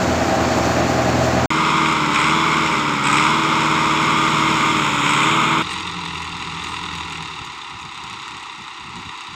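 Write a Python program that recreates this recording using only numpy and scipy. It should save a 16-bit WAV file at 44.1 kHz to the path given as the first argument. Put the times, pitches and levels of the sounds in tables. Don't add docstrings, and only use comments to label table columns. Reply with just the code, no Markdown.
import sys
import numpy as np
from scipy import signal
from scipy.fft import rfft, irfft, next_fast_len
from scipy.io import wavfile
from scipy.ndimage import uniform_filter1d, map_coordinates

SR = 44100
rng = np.random.default_rng(int(sys.argv[2]) if len(sys.argv) > 2 else 0)


def int16_out(signal):
    q = np.round(np.clip(np.atleast_2d(signal).T, -1, 1) * 32767)
    wavfile.write(sys.argv[1], SR, q.astype(np.int16))


N = 412323

BESIDE_S, REVVING_S, IDLING_S = (0, 1.459), (1.504, 5.622), (5.622, 9.36)
BESIDE_HZ, CRUISE_HZ, IDLE_HZ = 41.3, 75.83, 32

# f/Hz, level/dB
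ROAR_COLOUR = [(38, -32), (57, -20), (82, -6.5), (220, -4), (290, 0.5), (480, -10), (650, 2), (780, -2.5),
               (900, -6.5), (1480, -9.5), (3420, -21.5), (7320, -22.5), (9300, -44.5), (15000, -41.5)]
# f/Hz, half width/Hz, level/dB
HOUSING_RINGS = [(2480, 170, 1.5), (4420, 66, 6.5), (6760, 130, 3.5)]
# multiple of the firing rate, level/dB
DRONE_TONES = [(2, -12), (4, -16), (4.43, -18.5), (6, -15.5), (8.14, -20), (12, -29), (14, -22),
               (15.5, -18), (19, -15.5)]

# t/s, coasting before/s, pick-up time/s, overshoot/Hz, load (0 to 1)
THROTTLE_OPENINGS = [(1.35, 0.103, .26, .9, 0), (2.125, .23, .2, 1.9, 0.66), (3.03, .38, .26, .9, 1),
                     (5.03, .33, .27, 1.91, 0.65)]
# level/dB at full speed, rise/dB per Hz of firing rate, load boost/dB
REVVING_LOUDNESS = [(-24, 0.3, .8), (-17.5, 0.34, 4), (-34.5, .35, 3)]
# f/Hz, level/dB
REVVING_KNOCK_COLOUR = [(300, -6), (1200, -2), (2300, 5.5), (3500, -2), (5500, 2.5), (8000, 5.5),
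                        (14000, -5.5)]
# f/Hz, level/dB
REVVING_ENGINE_COLOUR = [(30, -41.5), (70, -27.5), (100, -22), (160, -6.5), (215, -9), (300, -11),
                         (480, -15), (950, -2), (1300, -0.5), (2200, -5.5), (3600, -14.5), (7700, -29),
                         (9300, -44), (15000, -52.5)]
# f/Hz, half width/Hz, level/dB
REVVING_ECHO_DIPS = [(691, 130, -16), (1760, 294, -14), (2720, 413, -5.5), (4510, 486, -8),
                     (6000, 310, -10.5)]
# multiple of the firing rate, level/dB
EXHAUST_TONES = [(1.001, -20), (1.499, -22), (1.75, -19), (2, -11.5), (2.249, -12.5), (3, -11.5),
                 (3.75, -20.5), (5.501, -25), (7, -23)]
# multiple of the rate at which its blades pass, level/dB
BLOWER_TONES = [(1, -4.5), (4 / 3, -18), (2, -16.5)]
# multiple of the firing rate, level/dB
GEAR_TONES = [(12.5, -15.5), (13, -16.5), (14.5, -18.5), (15, -21), (15.75, -23.5), (16, -8), (16.5, -19),
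              (18, -20), (28, -14.5), (36.5, -25), (44.5, -21)]
# f/Hz, level/dB
FUEL_RASP_COLOUR = [(700, -31), (1300, 9), (1750, -17), (2350, 3), (3100, -12.5), (4400, -18), (6200, -24),
                    (8000, -6.5), (9300, -33), (15000, -45)]
# f/Hz, level/dB
CHAFF_COLOUR = [(1700, -23.5), (2400, 6), (2950, 2.5), (3600, 7), (4400, -24), (6100, -17), (6700, -2),
                (7600, -6), (8500, -13), (9400, -27), (15000, -30)]

# t/s, firing rate/Hz
IDLING_SPEED = [(5.62, 42.55), (5.8, 44.37), (6.0, 42.91), (6.35, 40.34), (6.75, 41.51), (7.05, 41.02),
                (7.25, 38.84), (7.65, 33.28), (7.9, 31.88), (8.33, 33.81), (8.86, 31.3), (9.35, 32.39)]
# level/dB at idle, rise/dB per Hz of firing rate, load boost/dB
IDLING_LOUDNESS = [(-51.5, 1.0, 1.5), (-33.5, 0.416, 1.5), (-47.5, 0.4247, 1.8)]
# f/Hz, level/dB
IDLING_KNOCK_COLOUR = [(300, -8), (1200, -6), (2600, -1), (3800, 1), (5000, -5.5), (9000, -3)]
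TICK_COLOUR = [(1000, -12.5), (3500, -7.5), (5500, -6), (9000, 2.5), (14000, 1.5)]
PUFF_COLOUR = [(30, -16), (70, -10), (170, 1), (260, -12.5), (600, -30), (2000, -74)]
# f/Hz, half width/Hz, level/dB
BLOCK_RINGS = [(984, 54, 4), (2730, 73, 2.5), (3610, 260, 2), (4710, 84, 4), (5660, 130, 2.5),
               (6740, 220, 6), (7740, 120, 5), (8470, 120, 6)]
# f/Hz, level/dB
IDLING_ENGINE_COLOUR = [(30, -40), (75, -17), (200, -24), (320, -12), (450, -15), (950, -7), (1400, -4.5),
                        (2100, -1.5), (3800, -14), (4900, -26.5), (8300, -37.5), (9300, -47), (13000, -61)]
# f/Hz, half width/Hz, level/dB
IDLING_ECHO_DIPS = [(604, 112.5, -31.5), (1620, 203, -16.5), (2224, 475, -10.5), (3186, 360, -9),
                    (4280, 150, -4.5)]
# multiple of the firing rate, level/dB
IDLING_TONES = [(2, -43.5), (4, -44), (4.199, -47.5), (7.001, -52)]

# t/s, level/dB, half length/s
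RUSTLE_SWELLS = [(5.72, -38, 0.024), (6.687, -46, 0.1)]
# f/Hz, level/dB
SWISH_COLOUR = [(2000, -22), (4800, -2), (7000, -6), (8500, 4), (9400, -17), (15000, -28)]
# t/s, peak level/dB
STALK_SNAPS = [(6.639, -26), (6.9744, -35), (7.4485, -30), (7.8114, -35), (8.6214, -37.5), (8.7344, -46),
               (8.9844, -41)]
# f/Hz, level/dB
CRACK_COLOUR = [(2000, -33), (5000, -8), (6400, -3), (6900, 12), (7400, -9), (8500, -16), (9500, -15),
                (15000, -28)]
# t/s, level/dB, half length/s
WIND_PUFFS = [(7.412, -36.5, 0.018), (7.5, -45, 0.026), (7.742, -40.5, 0.033), (7.852, -39.5, 0.038),
              (8.078, -42, 0.12), (8.35, -41, .038), (8.607, -42, 0.036), (8.87, -40.5, 0.059),
              (8.982, -32.5, .035), (9.076, -39.5, .035), (9.317, -40, 0.033)]
# f/Hz, level/dB
WIND_COLOUR = [(30, -18), (75, -1.5), (165, 2), (260, -7.5), (350, -10), (600, -32), (2000, -61)]


def undb(db):
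    return 10 ** (np.asarray(db) / 20)


def unit(x):
    return x / np.sqrt(np.mean(x ** 2))


def times(span):
    return np.arange(int(span[0] * SR), min(int(span[1] * SR), N)) / SR


def wander(t, per_s):
    return map_coordinates(rng.standard_normal(8192), [t * per_s], order=2, mode="wrap")


def colour(x, spectrum, bumps=()):
    size = 2 * next_fast_len(len(x) // 2 + 4096)
    f = np.maximum(np.arange(size // 2 + 1) * SR / size, 1)
    hz, db = np.transpose(spectrum)
    db = np.interp(np.log(f), np.log(hz), db)
    for centre, width, height in bumps:
        db = db + height * np.exp(-((f - centre) / width) ** 2)
    cepstrum = irfft(np.log(undb(db)))
    cepstrum[1:size // 2] *= 2
    cepstrum[size // 2 + 1:] = 0
    response = np.exp(rfft(cepstrum))
    return unit(irfft(rfft(x, size) * response)[:len(x)])


def three_bands(x):
    filters = (signal.butter(6, hz, fs=SR, output="sos") for hz in (600, 4500))
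    lows, below_hiss = (signal.sosfiltfilt(sos, x) for sos in filters)
    return unit(lows), unit(below_hiss - lows), unit(x - below_hiss)


def count_firings(t, hz, wobble):
    return np.cumsum(hz * (1 + wobble * wander(t, 40))) / SR


def rattle(firings, hz, blur_hz):
    size = int(4 * SR / np.mean(hz))
    pattern = unit(rng.standard_normal(8192)[:size])
    repeating = map_coordinates(pattern, [firings / 4 % 1 * size], order=1, mode="grid-wrap")
    low, high = (signal.butter(1, blur_hz, kind, fs=SR) for kind in ("low", "high"))
    return signal.lfilter(*low, repeating) + signal.lfilter(*high, rng.standard_normal(len(firings)))


def straw_clicks(t, per_s, spread_db):
    hits = rng.random(len(t)) < per_s / SR
    signs = rng.choice([-1, 1], len(t))
    sizes = undb(spread_db * np.minimum(rng.exponential(size=len(t)), 4))
    return unit(hits * signs * sizes)


def tones(t, cycles, table, waver_db):
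    out = np.zeros(len(t))
    for multiple, db in table:
        gain = np.sqrt(2) * undb(db + waver_db * wander(t, 9))
        out += gain * np.sin(2 * np.pi * (multiple * cycles + rng.random()))
    return out


def beside_chopper(t):
    rumble_db, clatter_db, hiss_db = (db - 0.5 * wander(t, 7.6) for db in (-20.5, -21.5, -34.5))
    firings = count_firings(t, BESIDE_HZ, wobble=0.00487)
    shaking = rattle(firings, BESIDE_HZ, blur_hz=990)
    shaking += undb(-6) * straw_clicks(t, per_s=3000, spread_db=3.5)
    rumble, clatter, hiss = three_bands(colour(shaking, ROAR_COLOUR, HOUSING_RINGS))
    low = undb(-1) * rumble + tones(t, firings, DRONE_TONES, waver_db=4)
    boom_db = np.minimum(-31 + 5.5 * t, -24)
    boom = undb(boom_db) * tones(t, firings, [(3, 0)], waver_db=1)
    hiss_db += 0.6 * wander(t, 33.6)
    return undb(rumble_db) * low + boom + undb(clatter_db) * clatter + undb(hiss_db) * hiss


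def speed_and_load(t, sag_hz_per_s=23.6, attack_s=0.023, release_s=0.18, flywheel_s=0.074):
    hz, load = np.full(len(t), CRUISE_HZ), 0
    for opens, coasting, pickup, overshoot_hz, strength in THROTTLE_OPENINGS:
        since = t - opens
        sag = np.interp(since, [-coasting, 0, pickup], [0, sag_hz_per_s * coasting, 0])
        overshoot = overshoot_hz * np.exp(-((since - pickup - 0.1376) / 0.12) ** 2)
        hz = hz - sag + overshoot
        fading = (pickup - since) / release_s + 0.34
        load = load + strength * np.clip(np.minimum(since / attack_s, fading), 0, 1)
    return uniform_filter1d(hz, size=int(flywheel_s * SR)), load


def engine_levels(table, faster_hz, load):
    return [db + db_per_hz * faster_hz + load_db * load for db, db_per_hz, load_db in table]


def bursts(firings, hz, decay_s, scatter_db, uneven_db):
    number = np.floor(firings).astype(int)
    level_db = scatter_db * rng.standard_normal(1024)[number] + uneven_db * np.cos(number * np.pi / 2)
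    age_s = (firings % 1) / hz
    return unit(undb(level_db) * np.exp(-age_s / decay_s) * rng.standard_normal(len(firings)))


def revving_tractor(t, blades_per_firing=4.2):
    hz, load = speed_and_load(t)
    rumble_db, clatter_db, hiss_db = engine_levels(REVVING_LOUDNESS, np.minimum(hz - CRUISE_HZ, 0), load)
    firings = count_firings(t, hz, wobble=0.0013)
    bangs = bursts(firings, hz, decay_s=0.0069, scatter_db=1.8, uneven_db=1)
    knock = colour(bangs, REVVING_KNOCK_COLOUR)
    hardness = undb(-6.5 + 5.2 * load)
    body = unit(rattle(firings, hz, blur_hz=1480) + undb(-3.5) * rng.standard_normal(len(t)))
    shaking = (body + hardness * knock) / np.sqrt(1 + hardness ** 2)
    rumble, clatter, hiss = three_bands(colour(shaking, REVVING_ENGINE_COLOUR, REVVING_ECHO_DIPS))
    exhaust = tones(t, firings, EXHAUST_TONES, waver_db=1.5)
    blower = tones(t, blades_per_firing * firings, BLOWER_TONES, waver_db=-0.5)
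    whine = (hz / hz.max()) ** 3 * (1 - 0.52 * load) * tones(t, firings, GEAR_TONES, waver_db=2.5)
    burning = bursts(firings, hz, decay_s=0.01, scatter_db=2.5, uneven_db=0)
    rasp = undb(-22.5) * load * colour(burning, FUEL_RASP_COLOUR)
    hiss_db -= 5.5 * np.maximum(t - 4.56, 0)
    low = undb(rumble_db) * (undb(-3.5) * rumble + exhaust + blower)
    middle = undb(clatter_db) * (undb(-0.9) * clatter + whine)
    return low + middle + undb(hiss_db) * hiss + rasp


def chaff_spray(t, start_s=3.25, swell_s=2.08, fade_s=0.66):
    flow = np.interp(t - start_s, [0, swell_s, swell_s + fade_s], [0, 1, 0])
    return undb(-26) * flow * colour(straw_clicks(t, per_s=4700, spread_db=3.5), CHAFF_COLOUR)


def idling_tractor(t, full_load_hz_per_s=4.5):
    hz = np.interp(t, *np.transpose(IDLING_SPEED))
    speeding_up = uniform_filter1d(np.gradient(hz) * SR, size=6000)
    load = np.clip(speeding_up / full_load_hz_per_s, 0, 1)
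    rumble_db, clatter_db, hiss_db = engine_levels(IDLING_LOUDNESS, hz - IDLE_HZ, load)
    firings = count_firings(t, hz, wobble=0.004)
    bangs = bursts(firings, hz, decay_s=0.0079, scatter_db=1.4, uneven_db=-0.1)
    knock_db = -5 + 0.3 * (hz - IDLE_HZ)
    knock = undb(knock_db) * colour(bangs, IDLING_KNOCK_COLOUR, BLOCK_RINGS)
    injections = bursts(firings + 0.26, hz, decay_s=0.0035, scatter_db=4, uneven_db=2)
    ticks = undb(0.5) * colour(injections, TICK_COLOUR)
    shaking = rattle(firings, hz, blur_hz=586) + knock + ticks
    engine = colour(shaking, IDLING_ENGINE_COLOUR, [*IDLING_ECHO_DIPS, *BLOCK_RINGS])
    rumble, clatter, hiss = three_bands(engine)
    puffing = undb(-41) * colour(rng.standard_normal(len(t)), PUFF_COLOUR)
    hum = tones(t, firings, IDLING_TONES, waver_db=3)
    exhaust = np.minimum(hz / 40, 1) ** 12 * (puffing + hum)
    return exhaust + undb(rumble_db) * rumble + undb(clatter_db) * clatter + undb(hiss_db) * hiss


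def swells(t, table):
    return sum(undb(db) * np.exp(-((t - peak_s) / half_s) ** 2) for peak_s, db, half_s in table)


def straw_rustle(t):
    return swells(t, RUSTLE_SWELLS) * colour(straw_clicks(t, per_s=2400, spread_db=2.5), SWISH_COLOUR)


def straw_snaps(decay_s=0.0058):
    t, out = np.arange(2048) / SR, np.zeros(N)
    for at_s, db in STALK_SNAPS:
        crack = colour(rng.standard_normal(len(t)) * np.exp(-t / decay_s), CRACK_COLOUR)
        start = int(at_s * SR)
        out[start:start + len(t)] += undb(db) * crack / np.abs(crack).max()
    return out


def wind(t):
    return swells(t, WIND_PUFFS) * colour(rng.standard_normal(N), WIND_COLOUR)


def scene():
    t = np.arange(N) / SR
    out = wind(t) + straw_snaps() + straw_rustle(t)
    beside = beside_chopper(times(BESIDE_S))
    across = revving_tractor(times(REVVING_S)) + chaff_spray(times(REVVING_S))
    far = idling_tractor(times(IDLING_S))
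    for span, sound in ((BESIDE_S, beside), (REVVING_S, across), (IDLING_S, far)):
        start = int(span[0] * SR)
        out[start:start + len(sound)] += sound
    return out[None]


def record(dry):
    return signal.sosfilt(signal.ellip(14, 0.2, 80, 15600, fs=SR, output="sos"), dry)


dry = scene()
out = record(dry)
int16_out(out)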